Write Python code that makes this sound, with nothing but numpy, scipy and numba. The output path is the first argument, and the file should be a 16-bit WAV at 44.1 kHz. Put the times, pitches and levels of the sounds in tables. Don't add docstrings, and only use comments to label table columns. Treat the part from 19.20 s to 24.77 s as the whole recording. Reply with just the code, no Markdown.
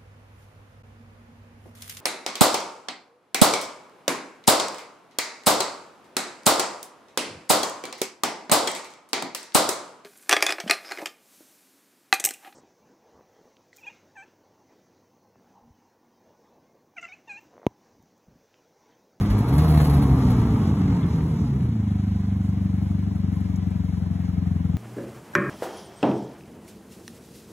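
import sys
import numpy as np
from scipy import signal
from scipy.fft import rfft, irfft
from scipy.io import wavfile
from scipy.ndimage import uniform_filter1d
from numba import njit

SR = 44100
rng = np.random.default_rng(int(sys.argv[2]) if len(sys.argv) > 2 else 0)


def how_loud(loudness_db):
    steps = np.asarray(loudness_db, float) / 20
    return 10 ** steps


def waveform_to_disk(signal):
    frames = np.transpose(np.atleast_2d(signal))
    scaled = np.clip(frames, -1, 1) * 32767
    samples = np.round(scaled).astype(np.int16)
    wavfile.write(sys.argv[1], SR, samples)


N = 245637
T = np.arange(N) / SR

# f/Hz, level/dB
PIPE_TONE = [(25, -45), (48, -9.5), (70, 0.5), (150, 2.5), (210, -2.5), (280, -6), (320, -16), (370, -16),
             (445, -20), (520, -30.5), (900, -44.5), (2000, -84.5)]


def level(x, db):
    return x * how_loud(db) / np.sqrt(np.mean(x ** 2))


def curve(table):
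    return np.interp(T, *np.transpose(table))


def on_log(hz, table):
    f, value = np.transpose(table)
    return np.interp(np.log(hz + 1e-9), np.log(f), value)


def colour(x, table):
    return irfft(rfft(x) * how_loud(on_log(np.fft.rfftfreq(N, 1 / SR), table)), N)


@njit
def svf(x, hz, damp):
    middle, high = np.empty(len(x)), np.empty(len(x))
    b, l = 0., 0.
    for i in range(len(x)):
        g = np.tan(np.pi * hz[i] / SR)
        v = (b + g * (x[i] - l)) / (1 + g * (g + damp))
        middle[i] = damp * v
        high[i] = x[i] - damp * v - l - g * v
        b, l = 2 * v - b, l + 2 * g * v
    return middle, high


def band(x, hz, width):
    return svf(x, np.full(len(x), min(hz, .45 * SR)), width / hz)[0]


def walk(rate):
    hold = int(SR / rate)
    steps = np.repeat(rng.standard_normal(N // hold + 1), hold)
    return 0.85 * uniform_filter1d(uniform_filter1d(steps, hold), hold)[:N]


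def gusty(table, flicker_db, lo_hz, count):
    bands = 0
    for hz in lo_hz * 2 ** (np.arange(count) / 2):
        bands = bands + how_loud(flicker_db * walk(25.2)) * band(rng.standard_normal(N), hz, hz / 1.18)
    return level(colour(bands, table), 0)


def ports(x):
    lag_s, turn_rad = 10.5 / SR, 4.04
    f = np.fft.rfftfreq(N, 1 / SR)
    far = irfft(rfft(x) * np.exp(1j * (turn_rad - 2 * np.pi * f * lag_s)), N)
    return np.array([x, far])


def buffet(rush_db):
    rumble = band(band(rng.standard_normal(N), 63.0, 32.0), 68.0, 45.0)
    return level(rumble, 0) * how_loud(1.5 * rush_db - 1.5 + 7.6 * walk(5.4))


def wind_rush(rush_db, throb):
    # f/Hz, level per Hz/dB
    roar = [(180, 5.5), (300, 4), (339, -6), (452, -4.5), (524, -14.5), (680, -15), (930, -11), (1260, -16),
            (1570, -29), (2030, -44.5), (2400, -43.5), (3120, -57.5), (5280, -120)]
    moving = np.clip((rush_db + 49.0) / 5, 0, 1)
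    shared = gusty(roar, 0.89, lo_hz=300., count=7)
    sides = [shared + 0.42 * gusty(roar, 0.53, lo_hz=300., count=7) for _ in range(2)]
    return np.array(sides) * how_loud(rush_db - 1.5) * moving * throb


def air_hiss(rush_db, shake, throb):
    # f/Hz, level per Hz/dB
    tone = [(500, -6), (750, -6), (1100, -13), (2200, -14.5), (2500, -20), (4700, -20), (7000, -25.5),
            (8800, -30), (10300, -25), (12500, -31.5), (16000, -29)]
    still_db, per_wind = -61.5, 0.5
    bump_db = -10
    hiss = how_loud(still_db + per_wind * (rush_db + 48)) + how_loud(bump_db) * shake
    common = ports(gusty(tone, 4.2, lo_hz=1500., count=8))
    apart = []
    for _ in range(2):
        fine = gusty(tone, 0.77, lo_hz=1500., count=8)
        coarse = gusty(tone, 3.9, lo_hz=403.0, count=5)
        apart.append(.5 * fine + 1.95 * coarse)
    return (common + np.array(apart)) * hiss * how_loud(3.5) * throb


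def grit():
    # t/s, peak level/dB, f/Hz, width/Hz, length/ms
    hits = [(0.062, -9, 52, 17, 40), (0.105, -44, 1500, 2000, 2.9), (0.378, -40, 9750, 14000, 14),
            (1.356, -31, 1007, 600, 5), (1.626, -49, 1018, 594, 5.5), (1.828, -44, 3400, 548, 13),
            (1.91, -38.5, 980, 690, 2.5), (2.408, -41, 2180, 2460, 2.5), (4.118, -54.5, 12440, 6050, 1.5),
            (4.142, -47, 8270, 12000, 2.8), (4.157, -51, 10000, 3100, 4.5), (4.18, -55.5, 12900, 5970, 2.1),
            (4.206, -51, 11830, 9000, 4), (4.358, -43, 6170, 2500, 6.1), (4.361, -47, 11560, 8100, 7.6),
            (4.506, -50, 8400, 2050, 2.3)]
    out = np.zeros(N)
    t = np.arange(8000) / SR
    for s, db, hz, width, ms in hits:
        hit = rng.standard_normal(8000) * np.exp(-t * 1000 / ms)
        burst = band(band(hit, 1. * hz, 1. * width), 1. * hz, 2 * width)
        i = int(s * SR)
        out[i:i + 8000] += how_loud(db) * burst / np.abs(burst).max()
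    return out


def bumps():
    # t/s, level/dB
    jolts = [(.01, -46.5), (.058, -56), (.102, -45.5), (0.184, -49.5), (.285, -49), (0.329, -51.5),
             (0.385, -41.5), (0.439, -48), (.483, -44.5), (.505, -50), (0.541, -42), (.575, -44.5),
             (0.601, -39.5), (0.649, -45), (0.698, -46.5), (.737, -45), (0.763, -57), (.822, -47.5),
             (1.107, -53)]
    rise_s, fall_s = .004, .016
    shake = 1e-6
    for s, db in jolts:
        t = np.clip(T - s + rise_s, 0, None)
        shake = shake + how_loud(db) * (1 - np.exp(-t / rise_s)) * np.exp(-t / fall_s) * 2
    return shake


def mount(count, hz, shake):
    # f/Hz, width/Hz, level/dB
    clamp = [(4400, 350, 0), (9300, 500, -3), (10100, 600, -2), (11600, 700, -3), (13000, 1200, -8),
             (14800, 1200, -12)]
    rest_db = -56
    buzz = shake + how_loud(rest_db) * np.clip((hz - 50) / 12, 0, 1)
    gate = np.exp(-(2 * count % 1) / .45) * how_loud(4.5 * walk(90))
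    clicks = gate * rng.standard_normal(N)
    ring = sum(how_loud(db) * band(clicks, 1. * f, 1. * width) for f, width, db in clamp)
    return level(ring, 0) * buzz * np.clip((hz - 40) / 9, 0, 1)


def valves(count):
    # place in the two-firing cycle/0-1, f/Hz, width/Hz, level/dB, left minus right/dB
    ticks = [(.04, 750, 199, -68, 5.5), (.07, 1280, 300, -71.5, -14), (.4, 1009, 141.4, -67, -13.5),
             (.51, 713, 223, -67, 8), (.87, 713, 198, -66.5, 14), (.88, 1267, 506, -69, 5)]
    out = 0
    for place, hz, width, db, pan_db in ticks:
        turns = count / 2 + 1 - place
        strength = how_loud(1.8 * np.tanh(rng.standard_normal(400)))[turns.astype(int)]
        rattle = np.sign(rng.standard_normal(N)) + 5 * (turns % 1 < .004)
        burst = strength * np.exp(-(turns % 1) / .03) * rattle
        ring = band(band(burst, 1. * hz, 1. * width), 1. * hz, 1. * width)
        out = out + level(ring, db) * how_loud(np.array([[pan_db], [-pan_db]]) / 2)
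    return out


def firing_note(hz, count, idle):
    # multiple of the firing rate, level/dB
    idle_orders = [(1, -51), (2, -54.5), (3, 2.5), (4, -1), (5, -3), (6, -16.5), (7, 0.5), (8, -2),
                   (9, 2.5), (10, -15), (11, -5.5), (12, -15), (13, -12), (14, -21.5)]
    idle_half_db, coast_half_db, coast_odd_db = -20, -14.5, -11.5
    intake_hz, intake_width_hz, intake_db = 706, 167, -24.5
    multiples, levels_db = np.transpose(idle_orders)
    note = 0
    for k in np.arange(1, 2 * len(idle_orders) + 1) / 2:
        half = k % 1 > 0
        idle_db = np.interp(k, multiples, levels_db) + (idle_half_db if half else 0)
        parity_db = coast_half_db if half else coast_odd_db if k % 2 and k > 1 else 0
        coast_db = parity_db + on_log(k * hz, PIPE_TONE)
        air_box = 1 / (1 + (2 * (k * hz - intake_hz) / intake_width_hz) ** 2)
        intake = how_loud(intake_db) * np.clip((hz - 55) / 20, 0, 1) * (not half) * air_box
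        strength = how_loud(idle * idle_db + (1.5 - idle) * coast_db) + intake
        note = note + strength * np.cos(2 * np.pi * k * count)
    return note / np.sqrt(uniform_filter1d(note ** 2, size=SR // 6))


def uneven_pops(count, chance):
    steps = np.diff(np.floor(count + 0.1984 * chance[1]), prepend=1)
    gas = 0.032 * rng.standard_normal(N)
    pops = colour(steps * chance[0] + gas, PIPE_TONE)
    return pops / np.sqrt(uniform_filter1d(pops ** 2, size=SR // 5))


def backfires():
    # t/s, peak level/dB
    bangs = [(1.098, -4), (1.359, -19), (1.628, -18), (1.7, -14), (1.952, -28.5), (2.101, -7), (2.139, -19),
             (2.209, -1), (2.324, -3.5), (2.387, -24.5), (2.451, -24), (2.526, -19), (2.559, -42)]
    kicks = np.zeros(N)
    for s, peak_db in bangs:
        kicks[int(s * SR)] = how_loud(peak_db - 12.5)
    one_kick = colour(np.eye(1, N)[0], PIPE_TONE)
    return colour(kicks, PIPE_TONE) / one_kick[0]


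def pipe_delay(x):
    # f/Hz, width/Hz, weight/dB
    modes = [(95, 24, 0), (160, 60, 0), (305, 50, 7)]
    f = np.fft.rfftfreq(N, 1 / SR) + 1e-9
    ring = sum(how_loud(db) / (1 + 1j * (f - hz ** 2 / f) / width) for hz, width, db in modes)
    ring = ring / (1 - (62 / f) ** 2 - 1j * 62 / f / 1.3)
    return irfft(rfft(x) * ring / np.abs(ring), N)


def exhaust(hz, count):
    # t/s, level/dB
    loudness = [(0.0, -20.5), (0.2, -21), (0.45, -16.5), (0.7, -15.5), (1.26, -18), (1.86, -20),
                (2.0, -21.5), (3.1, -22), (4.81, -25), (5.57, -22.5)]
    # t/s, idle share/0-1
    settling = [
        (0, 0.04),
        (2.45, 0.1),
        (2.62, 0.79),
        (5.57, 0.7),
    ]
    open_db, shut_db, shut_s = -4, 0.9, .45
    idle = curve(settling)
    firing = np.floor(count + .5).astype(int)
    chance = np.tanh(rng.standard_normal((400, 2)))[firing].T
    scatter_db = .8 * idle + 2.5 * (1 - idle)
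    note = firing_note(hz, count, idle) * how_loud(scatter_db * uniform_filter1d(chance[0], size=SR // 100))
    pops = uneven_pops(count, chance)
    most_db = np.where(T < shut_s, open_db, shut_db)
    share = how_loud(np.minimum(most_db, np.clip((62 - hz) / 2, -8, 3) - 20 * idle))
    mix = (note + share * pops) / np.sqrt(1 + share ** 2)
    return pipe_delay(mix * how_loud(curve(loudness)) + backfires())


def from_left(pipe):
    # t/s, left minus right/dB
    pan = [
        (0, -4),
        (3, 6.5),
        (4.5, 23),
        (5.57, 19.5),
    ]
    # f/Hz, level/dB
    tilt = [(60, -12), (110, -6.5), (200, 0.5), (400, 3.5)]
    lean = np.tanh(curve(pan) / 54.0) * colour(np.roll(pipe, shift=-12), tilt)
    return np.array([pipe + lean, pipe - lean])


def scene():
    # t/s, firings per second/Hz
    revs = [(0.0, 50.79), (0.15, 50.59), (0.22, 53.59), (0.42, 78.86), (0.55, 76.28), (1.7, 45.35),
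            (2.0, 39.31), (2.2, 37.43), (2.55, 27.4), (2.7, 25.0), (2.9, 24.44), (3.6, 23.76),
            (3.85, 24.17), (4.1, 23.45), (4.35, 23.21), (4.8, 22.57), (5.57, 21.88)]
    # t/s, level/dB
    wind = [(0, -33), (0.2, -29.5), (0.42, -27), (1.15, -28.5), (1.65, -33), (2.08, -38), (2.5, -46),
            (5.57, -47)]
    hz = curve(revs)
    count = 1.403 + np.cumsum(hz) / SR
    rush_db = curve(wind)
    shake = bumps()
    throb = 1 + 0.11 * np.cos(2 * np.pi * count - .5)
    air = buffet(rush_db) + wind_rush(rush_db, throb) + air_hiss(rush_db, shake, throb)
    rattles = ports(grit() + mount(count, hz, shake))
    engine = valves(count) + from_left(exhaust(hz, count))
    return air + rattles + engine


def suppress(x, power):
    # t/s, f/Hz
    mono_below = [(0, 986), (1.2, 855), (2, 677), (2.9, 297), (3.3, 193), (3.9, 126), (4.2, 55.6),
                  (5.57, 29)]
    # from f/Hz, to f/Hz
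    no_mid = [(4250, 5150), (8280, 9600), (12420, 13770), (15800, 22050)]
    # from f/Hz, to f/Hz
    no_side = [(6250, 7580), (10340, 11700), (14500, 22050)]
    knocks = [
        .39,
        .54,
        4.14,
        4.37,
    ]
    wander_hz, leak_s, leak_db, hole_share = 150, .013, -7, .36
    f, s, z = signal.stft(x, SR, nperseg=2048)
    f, size = f[:, None], np.abs(z) + 1e-12
    ratio = size / uniform_filter1d(size, size=15, axis=1)
    gain = ratio ** power * ((ratio > hole_share) | (f < 1500))
    gain[:, :20] = 1
    gain[1] *= f > np.interp(s, *np.transpose(mono_below))
    near_knock = (np.abs(s - np.array(knocks)[:, None]) < leak_s).any(axis=0)
    leak = how_loud(leak_db) * near_knock * (f < 15800)

    def edge(hz):
        return hz + wander_hz * np.interp(s, T, walk(12)) * (hz < 15000)

    for channel, bands in enumerate((no_mid, no_side)):
        for lo, hi in bands:
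            gain[channel] *= np.where((f < edge(lo)) | (f > edge(hi)), 1, leak)
    return signal.istft(z * gain, nperseg=2048)[1][:, :N]


def roll_off(x):
    return signal.sosfilt(signal.butter(12, 16360, fs=SR, output="sos"), x)


def record(dry):
    mid, side = (dry[0] + dry[1]) / 2, (dry[0] - dry[1]) / 2
    mid, side = suppress(np.array([mid, side]), power=.45)
    return roll_off(np.array([mid + side, mid - side]))


dry = scene()
out = record(dry)
waveform_to_disk(out)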